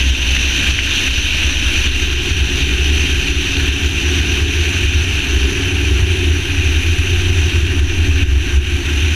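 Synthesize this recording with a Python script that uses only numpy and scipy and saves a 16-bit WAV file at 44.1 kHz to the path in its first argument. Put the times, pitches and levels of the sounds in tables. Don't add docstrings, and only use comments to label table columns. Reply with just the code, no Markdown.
import sys
import numpy as np
from scipy import signal
from scipy.fft import rfft, irfft, next_fast_len
from scipy.io import wavfile
from scipy.ndimage import uniform_filter1d

SR = 44100
rng = np.random.default_rng(int(sys.argv[2]) if len(sys.argv) > 2 else 0)


def materialize(psi):
    bounded = np.clip(np.atleast_2d(psi).T, -1, 1)
    quanta = np.round(bounded * 32767).astype(np.int16)
    wavfile.write(sys.argv[1], SR, quanta)


def voltage_ratio(level):
    return 10 ** (np.asarray(level, float) / 20)


N = 403503
T = np.arange(N) / SR

# start_s [s], turns_hz [turns per s]
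WHEEL_TURNS = [(0, 20.91), (.83, 19.43), (1.66, 18.05), (2.5, 16.84), (3.33, 15.67), (4.16, 14.54),
               (4.99, 13.64), (5.82, 12.76), (6.65, 12.26), (7.49, 11.68), (8.32, 11.08), (9.15, 10.42)]
# start_s [s], peak_db [dB]
GRIT_STRIKES = [
    (.3652, -9.5),
    (.7888, -6),
    (1.9975, -15),
    (7.3, -17),
]
# start_s [s], depth_db [dB]
JOLTS = [(0.01, 3.5), (0.1, 5.5), (0.713, 6), (1.078, 5), (1.182, 3), (1.447, 2), (1.561, 2), (1.871, 7.5),
         (2.05, 3), (2.13, 4.5), (2.31, 4.5), (2.405, 2.5), (2.624, 4), (2.739, 2), (3.123, 2.5),
         (3.302, 5), (3.687, 5.2), (3.861, 2), (4.195, 1.5), (4.42, 4.2), (4.854, 3), (6.28, 2.5),
         (7.603, 2.5), (7.796, 5), (8.092, 1.5), (8.232, 7), (8.326, 1.5), (8.576, 4.5)]


def evened(x):
    return x / np.sqrt(np.mean(x ** 2) + 1e-20)


def columns(rows):
    s, *rest = np.transpose(rows)
    return [np.interp(T, s, c) for c in rest]


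def read(points, hz):
    f, value = np.transpose(points)
    return np.interp(np.log(hz + 1), np.log(f + 1), value, left=-90, right=-90)


def shaped(x, db_of):
    size = next_fast_len(N + 8192)
    gain = voltage_ratio(db_of(np.fft.rfftfreq(size, 1 / SR)))
    return irfft(rfft(x, size) * gain, size)[:N]


def drift(hz):
    count = N // 32 + 2
    f = np.fft.rfftfreq(count, 32 / SR)
    slow = irfft(rfft(rng.standard_normal(count)) * voltage_ratio(-12 * (f / hz) ** 2), count)
    return np.interp(T, np.arange(count) * 32 / SR, evened(slow))


def narrow(hz, width_hz, steady):
    z = drift(width_hz) + 1j * drift(width_hz)
    z = z / (abs(z) + 0.019) ** steady
    turning = np.exp(2j * np.pi * np.cumsum(hz * np.ones(N)) / SR)
    return evened((z * turning).real)


def swell(s, length_s):
    out = np.zeros(N)
    near = slice(max(round((s - length_s / 2) * SR), 0), round((s + length_s / 2) * SR))
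    out[near] = np.cos(np.pi * (T[near] - s) / length_s) ** 2
    return out


def dips_db():
    fall_s, recover_s = 0.017, 0.12
    strikes = [(s + 0.0028, 9 * voltage_ratio(db) ** 2) for s, db in GRIT_STRIKES]
    total_db = np.zeros(N)
    for s, depth_db in [*JOLTS, *strikes]:
        fall = np.clip((T - s) / fall_s, 0, 1)
        total_db -= depth_db * fall * np.exp(-np.maximum(T - s, 0) / recover_s)
    return total_db


def turbulent_air():
    frames = N // 64 + 5
    a, b, patches = rng.standard_normal((frames, 129, 3)).T
    patches = evened(uniform_filter1d(uniform_filter1d(patches, 6, 0), 40, 1))
    air = signal.istft((a + 1j * b) * voltage_ratio(0.98 * patches), nperseg=256, noverlap=192)[1][:N]
    return air * voltage_ratio(0.39 * drift(42) + 0.86 * drift(190))


def rush():
    # start_s [s], level_db [dB]
    stream = [(0, -17.5), (.55, -17), (1.0, -15.5), (1.52, -17.5), (2.3, -17.5), (3.05, -18.5), (3.8, -19),
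              (4.57, -19.3), (5.3, -21), (6.1, -22.5), (7.2, -22), (8.05, -23), (8.5, -23), (9.15, -22.5)]
    # start_s [s], pitch_hz [Hz], level_db [dB]
    whistle = [(0, 10400, -54), (1.2, 11200, -64), (1.7, 10300, -52), (2.1, 10400, -66), (5, 10450, -59),
               (5.5, 10600, -54), (6.1, 10420, -52), (6.6, 10360, -53), (7.1, 10340, -55),
               (7.6, 10290, -75)]
    # pitch_hz [Hz], level_db [dB per Hz]
    rush_colour = [(800, -29.5), (1270, -20), (1550, -10), (2050, -10), (2760, 1), (3700, -6),
                   (4800, -21.5), (5500, -21), (5800, -9.5), (6200, -11), (6750, -23.5), (7750, -31.5),
                   (10600, -31.5), (15300, -43.5)]
    # pitch_hz [Hz], change_db [dB]
    slowing = [(900, 4.5), (1600, 2.5), (2200, 1.5), (3200, -3.5), (6000, -1.5), (9000, 2.5), (16000, -0.5)]
    # pitch_hz [Hz], width_hz [Hz], height_db [dB]
    housing = [(1560, 110, 2), (2110, 340, -3), (2458, 124, 3), (2920, 110, -2), (3365, 160, -8),
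               (3680, 440, -1.5), (4430, 170, 3), (5200, 180, 4), (6780, 150, -3.5), (7200, 710, 3.5),
               (8030, 410, 2), (10400, 870, 3), (13200, 750, 7), (12000, 650, 0)]

    def fast_db(f):
        bumps = sum(db * np.exp(-.5 * (2.53 * (f - hz) / w) ** 2) for hz, w, db in housing)
        return read(rush_colour, f) + bumps

    early = evened(shaped(turbulent_air(), fast_db))
    late = evened(shaped(early, lambda f: np.interp(f, *np.transpose(slowing))))
    air = early + (late - early) * T / T[-1]
    pitch_hz, whistle_db = columns(whistle)
    stream_db = columns(stream)[0] + dips_db()
    return voltage_ratio(stream_db) * air + voltage_ratio(whistle_db) * narrow(pitch_hz, 200, 0)


def buffeting():
    # start_s [s] (the middle), level_db [dB over the usual sway], length_s [s]
    booms = [(0.08, 11, 0.24), (0.229, 11, 0.081), (0.319, 12, 0.18), (0.695, 10.5, 0.083),
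             (1.455, 11.5, 0.058), (1.886, 5, 0.07), (2.415, 10.5, 0.14), (2.933, 7.8, 0.19),
             (3.137, 9, 0.085), (3.862, 5, 0.07), (4.21, 8.6, 0.085), (4.427, 7.5, 0.13),
             (4.859, 9.1, 0.07), (5.308, 4, 0.062), (5.43, 9, 0.18), (5.946, 10, 0.07), (6.306, 13, 0.11),
             (6.695, 12, 0.11), (6.785, 8.2, 0.12), (7, 14, 0.055), (7.428, 10, 0.14), (7.55, 7.9, 0.1),
             (7.633, 10, 0.075), (7.823, 9, 0.1), (8.011, 11, 0.088), (8.132, 12.5, 0.17), (8.24, 8, 0.063),
             (8.364, 9, 0.18), (8.571, 11.9, 0.12), (9.069, 8.1, 0.23)]
    # start_s [s] (the middle), level_db [dB over the usual sway]
    more_booms = [(0.466, 11), (0.806, 7.1), (1.075, 9), (1.18, 10), (1.342, 8), (1.569, 3), (1.681, 14),
                  (2.103, 11), (2.17, 10), (2.31, 4), (2.549, 8), (2.634, 7.5), (2.739, 7.5), (2.859, 4),
                  (3.023, 5.5), (3.307, 6.7), (3.38, 10.5), (3.594, 6.8), (3.702, 5), (4.066, 3), (4.33, 6),
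                  (4.517, 3), (4.652, 8), (4.974, 12), (5.762, 4), (5.874, 7.5), (6.034, 14.5), (6.602, 7),
                  (7.321, 2), (8.733, 5)]
    rows = [*booms, *((s, db, 0.079) for s, db in more_booms)]
    bumps = [swell(s, length_s) for s, _, length_s in rows]
    chance = np.maximum(1 + 0.61 * drift(8), .08)
    usual = 1 + (chance - 1) * (1 - np.minimum(2 * sum(bumps), 1))
    strong = sum((voltage_ratio(db) - 1) * bump for (_, db, _), bump in zip(rows, bumps))
    kicks = np.zeros(N)
    for s, depth_db in JOLTS:
        rise = np.clip((T - s) / .006 + 1, 0, 1)
        kicks += 0.46 * depth_db * rise * np.exp(-np.maximum(T - s, 0) / 0.023)
    calm = 1 - .8 * swell(.955, .2)
    start_db, end_db = -26, -20.5
    sway_db = start_db + (end_db - start_db) * T / T[-1]
    return voltage_ratio(sway_db) * (usual + strong + kicks) * calm


def mount():
    # start_s [s], sway_hz [Hz], bracket_db [dB], effort_db [dB]
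    mount_path = [(0.0, 61.07, -29, -1), (1.5, 68.8, -35, -1.5), (1.63, 61.14, -33, -3),
                  (2.29, 72.07, -29, -4.5), (2.57, 65, -31, 0.0), (3.08, 74.8, -43, 2.5),
                  (3.26, 61.9, -26, -6.5), (3.59, 72.9, -31.5, 0.5), (5.12, 75.6, -19.5, -1.5),
                  (5.25, 68.6, -21.5, 0.5), (5.99, 67.47, -17, 0.5), (6.12, 80.9, -20, -0.5),
                  (6.6, 74.87, -18.5, -1.5), (7.21, 82.8, -17.5, 0.5), (7.92, 72.1, -20, -0.5),
                  (8.05, 78.0, -16, -4.5), (8.46, 65.82, -27, 1), (9.15, 79.5, -24, -2.5)]
    # pitch_hz [Hz], level_db [dB per Hz]
    thud = [(8, -22), (14, -21), (20, -8), (29, -16), (38, -0.5), (50, 2), (70, 6.5), (100, -6),
            (130, -9.5), (200, -62)]
    sway_hz, bracket_db, effort_db = columns(mount_path)
    sway_hz = uniform_filter1d(sway_hz, size=2000) + 1
    sway = voltage_ratio(effort_db) * buffeting() * narrow(sway_hz, 3.5, .9)
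    bracket = voltage_ratio(bracket_db + .5 * dips_db()) * narrow(89.25, 3, .5)
    pressure = evened(shaped(rng.standard_normal(N), lambda f: read(thud, f)))
    return sway + voltage_ratio(-.5) * bracket + voltage_ratio(-23.5) * pressure


def wheel_angle():
    turns_hz = columns(WHEEL_TURNS)[0]
    return turns_hz, 2 * np.pi * np.cumsum(turns_hz) / SR


def braking():
    return np.clip((T - 1.7) / 0.4, 0, 1)


def tyre_hum():
    # multiple [of the turning rate], level_db [dB]
    multiples = [(10, 5), (13, -1), (14, -4), (15, -2), (16, 0), (17, -4), (20, 1), (21, -4), (22, 3),
                 (23, -4), (24, 1), (26, 1), (28, 2), (30, 5), (32, -5), (33, -3), (34, -5), (35, 0)]
    # pitch_hz [Hz], width_hz [Hz], fast_db [dB at top speed],
    # braked_db [dB on the brakes], loss_db [dB lost per s]
    panels = [(165, 44, -52, -38, 4), (205, 30, -46, -41, 0), (272, 30, -37, -40, 1),
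              (352, 32, -46, -35, 0), (386, 38, -50, -38, 0), (420, 34, -50, -40, .6)]
    # start_s [s], level_db [dB]
    tread_load = [
        (0, 0),
        (4.6, 0),
        (5.2, -3),
        (5.5, 3),
        (6.35, 3),
        (6.55, -9),
        (6.85, -9),
        (7.05, 1),
        (9.15, 0),
    ]
    turns_hz, angle = wheel_angle()
    slow_hz, braked, late_s = turns_hz[::64], braking()[::64], np.maximum(T[::64] - 3, 0)
    hum = np.zeros(N)
    for k, db in multiples:
        near = 0
        for hz, width_hz, fast_db, braked_db, loss_db in panels:
            panel_db = fast_db + (braked_db - fast_db) * braked - loss_db * late_s
            near = near + voltage_ratio(panel_db) * np.exp(-(2 * (k * slow_hz - hz) / width_hz) ** 4)
        ring = np.sqrt(2) * voltage_ratio(db) * np.repeat(near, 64)[:N]
        hum += ring * voltage_ratio(1.5 * drift(2)) * np.cos(k * angle + k)
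    return voltage_ratio(-2.5 + columns(tread_load)[0]) * hum


def tyres():
    # start_s [s], rumble_db [dB], shake_db [dB], hop_db [dB]
    road_levels = [(0, -29, -25, -34), (1, -30, -24.5, -50), (1.8, -29.5, -19, -50), (2.4, -26, -24, -50),
                   (3.2, -28.5, -24, -45), (4.2, -27, -34, -44), (5, -28.5, -38, -32), (6, -29, -46, -32),
                   (7, -30, -48.5, -25), (8, -28.5, -50, -17), (9.15, -31, -52, -40)]
    # pitch_hz [Hz], level_db [dB per Hz]
    body_fast = [(59, -36), (100, -21), (134, -1), (161, -12), (193, -6.5), (263, -3), (331, -3.5),
                 (424, -15.5), (617, -17.5), (1040, -20), (1200, -31), (1560, -40), (2640, -120)]
    # pitch_hz [Hz], level_db [dB per Hz]
    body_settled = [(59, -54), (100, -7.5), (118, -6.5), (183, -17.5), (223, -14), (247, -14.5),
                    (280, -4.5), (320, -13), (356, -7.5), (429, -22), (471, -26.5), (630, -29.5),
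                    (714, -22.5), (955, -28), (1200, -36.5), (1560, -44), (2640, -120)]
    angle, braked = wheel_angle()[1], braking()
    comb = sum(voltage_ratio(3 * drift(1.5)) * np.cos(k * angle + k * k) for k in range(12, 40))
    comb = shaped(evened(comb) * np.clip(T - 1, 0, 1), lambda f: -60. * (f > 440))
    noise = rng.standard_normal(N) + voltage_ratio(-19.5) * comb
    fast = evened(shaped(noise, lambda f: read(body_fast, f)))
    settled = evened(shaped(noise, lambda f: read(body_settled, f)))
    road_db, shake_db, hop_db = columns(road_levels)
    road = voltage_ratio(road_db + 2.5 + 1.27 * dips_db()) * ((1 - braked) * fast + braked * settled)
    shake = voltage_ratio(shake_db) * (np.cos(angle) + .3 * np.cos(2 * angle))
    hop = voltage_ratio(hop_db) * narrow(19, 1.7, 0.23)
    return road + tyre_hum() + shake + hop


def grit():
    out, t = np.zeros(N + 400), np.arange(400) / SR
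    ring = np.sin(2 * np.pi * (1400 * t + 2.6e5 * t ** 2))
    ring = ring * np.exp(-((t - .0014) / .0011) ** 2)
    for s, peak_db in GRIT_STRIKES:
        start = round(s * SR) - 8
        out[start:start + 400] -= voltage_ratio(peak_db) * ring / abs(ring).max()
    return out[:N]


def scene():
    return (rush() + mount() + tyres() + grit())[None]


def band_limit(x):
    return signal.sosfilt(signal.butter(12, 15230, fs=SR, output="sos"), x)


def record(dry):
    peak_db = 20 * np.log10(uniform_filter1d(abs(dry[0]), 90) + 1e-6)
    fall_db = T * 60
    held_db = np.maximum.accumulate(peak_db + fall_db) - fall_db
    over_db = np.maximum(held_db + 8.5, 0)
    ducked = dry * voltage_ratio(0.5 - .5 * uniform_filter1d(over_db, size=130, origin=64))
    return band_limit(np.clip(ducked, -.97, .97))


dry = scene()
out = record(dry)
materialize(out)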